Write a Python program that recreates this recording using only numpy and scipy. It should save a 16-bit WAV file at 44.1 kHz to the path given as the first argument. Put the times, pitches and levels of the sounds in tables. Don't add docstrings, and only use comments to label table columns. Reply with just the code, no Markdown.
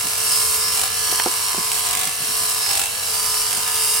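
import sys
import numpy as np
from scipy import signal
from scipy.fft import rfft, irfft
from scipy.io import wavfile
from scipy.ndimage import map_coordinates

SR = 44100
rng = np.random.default_rng(int(sys.argv[2]) if len(sys.argv) > 2 else 0)


def unload_wav(signal):
    wavfile.write(
        sys.argv[1],
        SR,
        np.round(np.clip(np.atleast_2d(signal).T, -1, 1) * 32767).astype(np.int16),
    )


N = 176400
T = np.arange(N) / SR
HZ = np.fft.rfftfreq(N, 1 / SR)

# time in seconds, strokes per second.
STROKE_RATE = [(0, 48.3), (0.15, 49.1), (0.4, 48.3), (0.66, 48.7), (0.81, 47.5), (0.93, 49.6), (1.05, 48.5),
               (1.28, 48.2), (1.37, 48.8), (1.46, 48.1), (1.55, 48.5), (1.9, 48), (2.05, 49.1),
               (2.14, 50.1), (2.26, 48.4), (2.53, 48.25), (2.62, 48.8), (2.81, 47.1), (2.97, 52),
               (3.06, 50.4), (3.14, 48.2), (3.4, 48.5), (3.53, 48), (3.71, 49.35), (3.88, 48.15), (4, 48.8)]
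# time in seconds, then relative hiss, comb ring and knock levels in dB.
HANDPIECE_LEVELS = [(0, -22.5, -33, -33), (0.16, -23, -28, -37.5), (0.33, -18, -21, -30.5),
                    (0.56, -19, -29, -34.5), (0.66, -21.5, -21, -32.5), (0.78, -20.5, -27, -37),
                    (0.89, -25, -30.5, -33.5), (1.0, -21.5, -26, -33.5), (1.15, -20.5, -23.5, -28),
                    (1.27, -22.5, -27.5, -33.5), (1.55, -23, -27, -31), (1.75, -21.5, -26.5, -34.5),
                    (1.95, -25.5, -32, -30), (2.17, -25.0, -33, -41.5), (2.37, -20.5, -25.5, -31),
                    (2.56, -22, -27, -31), (2.71, -23, -21, -30), (2.85, -25.5, -41, -49),
                    (2.97, -26, -32, -37), (3.1, -22, -27.5, -33.5), (3.35, -20.5, -24.4, -31.5),
                    (3.52, -22.5, -27, -40), (3.66, -23, -30, -31), (3.84, -19, -24.5, -31.5),
                    (4.0, -19.5, -26, -29)]
# frequency in Hz, gain in dB.
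HISS_SPECTRUM = [(400, -65), (620, -12), (760, -6), (1700, -8.5), (2050, -4.5), (2500, -6.5), (2900, -4),
                 (3300, -5.5), (3460, -15.5), (3600, -8), (3780, -7), (6400, -6.5), (7400, -3.5),
                 (10200, -1), (13400, -9), (16000, -11.5)]
# frequency in Hz, correlation from 0 to 1.
HISS_CORRELATION = [(1000, 0.41), (2500, 0.12), (5000, 0.57), (8000, 0.04)]
# pole width in Hz, gain in dB, dB per dB of ring level change.
COMB_MODES = [(536, -3, 1.15), (368, -6, 0.81)]
# time in seconds, upper and lower pitch in Hz.
COMB_PITCHES = [(0.0, 5500, 4540), (0.22, 5560, 4750), (0.36, 5100, 4670), (0.53, 5510, 4360),
                (0.61, 5180, 4860), (0.9, 5440, 4390), (2.76, 5210, 4590), (2.92, 5400, 4350),
                (3.14, 5260, 4750), (3.7, 5320, 4830), (4.0, 5220, 4870)]
# start in seconds, length in seconds, level in dB.
WOOL_BITES = [(0.736, 0.15, -23.5), (1.706, 0.12, -30.5), (1.818, 0.3, -24), (2.662, 0.22, -23),
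              (3.493, 0.14, -27.5)]
# frequency in Hz, gain in dB.
TEAR_SPECTRUM = [(300, -13.5), (780, -7.5), (2850, -2.5), (6500, -5.5), (8100, 3), (14000, -9.5)]
# start in seconds, length in seconds, level in dB, pitch in Hz.
COMB_SCRAPES = [(0.185, 0.2, -35.5, 2780), (2.74, .17, -37, 2750), (3.546, 1, -37, 2850)]
# frequency in Hz, width in Hz, gain in dB.
HOUSING_MODES = [(751, 14, 0), (1011, 18.6, 3.5), (1202, 110, 2.5), (1712, 42, 5.5), (2110, 92, -2.5),
                 (2836, 79, 1.5)]
# start in seconds, level in dB, main pitch in Hz, its T60 in seconds.
BOARD_THUMPS = [(1.126, -27, 324, 0.021), (1.261, -21, 346, 0.063), (1.264, -25, 385, 0.055),
                (1.546, -23, 365, 0.018), (1.579, -26, 168, 0.046)]
# multiple of the main pitch, gain in dB.
BOARD_MODES = [(.55, -13.5), (1, 2.5), (1.45, -0.5), (2.1, 0), (2.5, 1), (3.6, -0.5)]
# start in seconds, level in dB.
BLADE_SNAPS = [(.815, -31), (1.199, -17)]
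# frequency in Hz, gain in dB, T60 in seconds.
SNAP_RESONANCES = [(935, 2, 0.016), (1780, 7, 0.0078), (2110, -2.5, 0.016), (2470, -7.5, 0.024),
                   (3050, -1.5, 0.019)]
# peak time in seconds, level in dB.
SHEEP_SHUFFLES = [(.06, -39), (.67, -51), (1.115, -39.5), (1.6, -43), (1.98, -46), (2.08, -42),
                  (2.225, -39), (2.3, -41), (2.42, -45.5), (3.57, -41)]
# frequency in Hz, gain in dB.
RUMBLE_SPECTRUM = [(20, -21), (85, 2.5), (130, -6), (205, -8.5), (265, -15), (350, -30), (520, -4),
                   (1500, -88)]
# frequency in Hz, left minus right in dB.
MIC_BALANCE = [(60, -3), (2000, -3), (12000, -0.5)]

CATCH_AT_STROKES, CATCH_RISE_STROKES = 0.487, 0.025
HISS_REPEAT, RING_REPEAT, BUZZ_REPEAT = 0.31, 0.81, 0.8
HISS_GAIN_DB, RING_GAIN_DB, KNOCK_GAIN_DB, GRIT_GAIN_DB, RASP_GAIN_DB = -1.97, -2.5, -5, 19.5, -11.5
TIPS_DB, HUM_DB, RUMBLE_DB, GUST_DB = -34.5, -46, -46.5, -51
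BODY_FOLLOW, TIPS_FOLLOW, HUM_FOLLOW = 0.14, 1.54, 1.22
HUM_CYCLES_PER_STROKE, HUM_ROUGHNESS = 9, 0.44


def blades(turns):
    pulse = 1 + 0.56 * catch((turns - CATCH_AT_STROKES) % .5, fall_strokes=0.44)
    pulse *= amp(1.27 * drift(hz=710))
    rub, teeth, buzz = (pulse * np.array([friction(turns, repeat), friction(turns, repeat)])
                        for repeat in (HISS_REPEAT, RING_REPEAT, BUZZ_REPEAT))
    return blade_hiss(rub, buzz) + comb_ring(teeth)


def blade_hiss(rub, buzz):
    rub = rub + lowpass(buzz - rub, hz=2300)
    gritty = rub + amp(GRIT_GAIN_DB) * grit(per_s=70)
    hiss = unit(colour(spread(gritty, read(HISS_CORRELATION)), HISS_SPECTRUM))
    body = lowpass(hiss, hz=6500)
    treble = hiss - body
    body *= amp((BODY_FOLLOW - 1) * surge_db())
    return (treble + body) * amp(HISS_GAIN_DB + curve(HANDPIECE_LEVELS, column=1))


def comb_ring(teeth):
    tips = resonate(teeth, hz=8450, width_hz=590) * amp(TIPS_DB + TIPS_FOLLOW * surge_db())
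    teeth = spread(teeth, correlation=0.66)
    comb = 0
    for column, (width_hz, db, follow) in enumerate(COMB_MODES, start=1):
        mode = resonate(teeth, curve(COMB_PITCHES, column), width_hz)
        comb += amp(db + follow * surge_db(column=2)) * mode
    return tips + comb * amp(RING_GAIN_DB + curve(HANDPIECE_LEVELS, column=2).mean())


def friction(turns, repeat, tracks=9, points=800):
    roughness = signal.resample(rng.standard_normal((tracks, points)), points * 10, axis=1)
    position = (turns % 1 * points * 10).astype(int)
    progress = np.arange(N) / N * (tracks - 1)
    track, fade_rad = progress.astype(int), progress % 1 * np.pi / 2
    recurring = roughness[track, position] * np.cos(fade_rad)
    recurring += roughness[track + 1, position] * np.sin(fade_rad)
    return np.sqrt(repeat) * recurring + np.sqrt(1 - repeat) * rng.standard_normal(N)


def catch(phase_strokes, fall_strokes):
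    return (1 - np.exp(-phase_strokes / CATCH_RISE_STROKES)) * np.exp(-phase_strokes / fall_strokes)


def grit(per_s, decay_s=0.00076):
    cracks = (rng.random(N) < per_s / SR) * amp(1.8 * np.minimum(rng.exponential(1, N), 3))
    envelope = signal.lfilter([1], [1, -np.exp(-1 / (decay_s * SR))], cracks)
    return envelope * rng.standard_normal((2, N)) / 4


def chatter(turns):
    bites = sum(amp(db) * arch(start_s, length_s) for start_s, length_s, db in WOOL_BITES)
    gate = 2 * catch((turns - CATCH_AT_STROKES) % 1, fall_strokes=0.47) * amp(2 * drift(hz=504))
    tear = unit(colour(stereo_noise(correlation=0.16), TEAR_SPECTRUM)) * gate
    rub = friction(turns, RING_REPEAT)
    rasp = resonate(rub, hz=781, width_hz=148) * amp(RASP_GAIN_DB)
    scrapes = sum(amp(db) * arch(start_s, length_s) * resonate(rub, hz, width_hz=230)
                  for start_s, length_s, db, hz in COMB_SCRAPES)
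    return (tear + rasp) * bites + scrapes


def drive_knock(turns, return_gain=0.82, unevenness=0.3, side_delay_s=0.0014):
    half_stroke = np.floor(2 * turns + .5)
    knocks = np.diff(half_stroke, prepend=half_stroke[0]) * np.where(half_stroke % 2, 1, -return_gain)
    knocks *= 1 + unevenness * rng.standard_normal(N)
    housing = colour(ring(knocks, HOUSING_MODES), [(330, -76), (660, 3.5), (3000, -3.0), (3600, -7)])
    side = filtered(housing, np.exp(-2j * np.pi * HZ * side_delay_s))
    pair = unit(housing + np.array([[.5], [-.5]]) * side)
    return pair * amp(KNOCK_GAIN_DB + curve(HANDPIECE_LEVELS, column=3))


def gear_hum(turns):
    tone = np.sqrt(2) * np.sin(2 * np.pi * HUM_CYCLES_PER_STROKE * turns + np.array([[.4], [0]]))
    pitch_hz = HUM_CYCLES_PER_STROKE * curve(STROKE_RATE, column=1)
    rough = resonate(rng.standard_normal(N), pitch_hz, width_hz=77)
    return (tone + HUM_ROUGHNESS * rough) * amp(HUM_DB + HUM_FOLLOW * surge_db())


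def thumps(rise_s=0.00011):
    wood, t = np.zeros(N), np.arange(SR // 4) / SR
    for start_s, db, hz, t60_s in BOARD_THUMPS:
        board = 0
        for ratio, mode_db in BOARD_MODES:
            decay = amp(mode_db - 60 * t * np.sqrt(ratio) / t60_s)
            board += decay * np.sin(2 * np.pi * (hz * ratio * t + rng.random()))
        add(wood, start_s, amp(db) * board * (1 - np.exp(-t / rise_s)))
    return rail_echoes(colour(wood, [(70, -13), (160, 1)]), echo_db=-7, t60_s=.12)


def snaps():
    mix, t = np.zeros(N), np.arange(SR // 4) / SR
    snap = sum(amp(db - 60 * t / t60_s) * np.sin(2 * np.pi * hz * t) for hz, db, t60_s in SNAP_RESONANCES)
    for start_s, db in BLADE_SNAPS:
        add(mix, start_s, amp(db) * snap)
    return rail_echoes(colour(mix, [(150, -11), (1400, 2)]), echo_db=-12, t60_s=.06)


def shuffles(peak_hz=175.5, half_width_s=0.021):
    scuff = unit(filtered(stereo_noise(correlation=0.85), HZ ** 3 * np.exp(-3 * HZ / peak_hz)))
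    return scuff * sum(amp(db) * bell(peak_s, half_width_s) for peak_s, db in SHEEP_SHUFFLES)


def rumble():
    return unit(colour(stereo_noise(correlation=0.33), RUMBLE_SPECTRUM)) * amp(RUMBLE_DB + drift(hz=1.1))


def gust(peak_hz=20):
    wind = unit(filtered(rng.standard_normal((2, N)), HZ * np.exp(-HZ / peak_hz)))
    return wind * amp(GUST_DB) * bell(peak_s=3.33, half_width_s=0.13)


def near_reflections(pair, count=3, echo_db=-14, spacing_s=.0011, sway_s=.00005):
    out = pair.copy()
    for k in range(count):
        delay_s = spacing_s * (k + rng.uniform(0.61, 1)) + sway_s * drift(hz=4.24)
        out += amp(echo_db) * np.array([map_coordinates(x, [(T - delay_s) * SR], order=3) for x in pair])
    return out / np.sqrt(1 + count * amp(echo_db) ** 2)


def rail_echoes(x, echo_db, t60_s, count=24):
    taps = np.zeros((2, N))
    for ear in taps:
        delay_s = rng.uniform(0.00113, 0.06, count)
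        ear[(delay_s * SR).astype(int)] = rng.choice([-1, 1], count) * amp(-60 * delay_s / t60_s)
        ear *= amp(echo_db) / np.linalg.norm(ear)
    taps[:, 0] = 1
    return signal.fftconvolve(x[None], taps, axes=1)[:, :N]


def amp(db):
    return 10 ** (np.asarray(db) / 20)


def unit(x):
    return x / np.sqrt(np.mean(np.atleast_2d(x).mean(0) ** 2) + 1e-20)


def curve(table, column):
    rows = np.array(table)
    return np.interp(T, rows[:, 0], rows[:, column])


def surge_db(column=1):
    level_db = curve(HANDPIECE_LEVELS, column)
    return level_db - level_db.mean()


def arch(start_s, length_s):
    return np.sqrt(np.maximum(1 - (2 * (T - start_s) / length_s - 1) ** 2, 0))


def bell(peak_s, half_width_s):
    return np.exp(-((T - peak_s) / half_width_s) ** 2)


def read(points):
    hz, value = np.transpose(points)
    return np.interp(np.log(HZ + 1), np.log(hz + 1), value)


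def filtered(x, response):
    return irfft(rfft(x) * response, N)


def lowpass(x, hz):
    return filtered(x, np.exp(-(HZ / hz) ** 4))


def colour(x, points):
    return filtered(x, amp(read(points)))


def ring(x, modes):
    return filtered(x, sum(amp(db) * 1j * HZ * width_hz / (hz * hz - HZ ** 2 + 1j * HZ * width_hz)
                           for hz, width_hz, db in modes))


def resonate(x, hz, width_hz):
    carrier = np.exp(2j * np.pi * np.cumsum(hz * np.ones(N)) / SR)
    pole = np.exp(-np.pi * width_hz / SR)
    return unit((carrier * signal.lfilter([1], [1, -2 * pole, pole * pole], x / carrier)).real)


def drift(hz):
    return unit(filtered(rng.standard_normal(N), np.exp(-(HZ / hz) ** 2)))


def spread(pair, correlation):
    a, b = rfft(pair)
    mid, side = a * np.sqrt(1 + correlation), b * np.sqrt(1 - correlation)
    return irfft(np.array([mid + side, mid - side]), N)


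def stereo_noise(correlation):
    return spread(rng.standard_normal((2, N)), correlation)


def add(mix, start_s, sound):
    part = mix[round(start_s * SR):][:len(sound)]
    part += sound[:len(part)]


def scene():
    turns = np.cumsum(curve(STROKE_RATE, column=1)) / SR
    clipper = near_reflections(blades(turns) + chatter(turns)) + drive_knock(turns) + gear_hum(turns)
    return clipper + thumps() + snaps() + rumble() + shuffles() + gust()


def record(dry):
    tilted = filtered(dry, amp(np.array([[.5], [-.5]]) * read(MIC_BALANCE)))
    band_limit = signal.firwin(511, cutoff=15950, window=("kaiser", 9), fs=SR)
    return signal.oaconvolve(tilted, band_limit[None], "same")


dry = scene()
out = record(dry)
unload_wav(out)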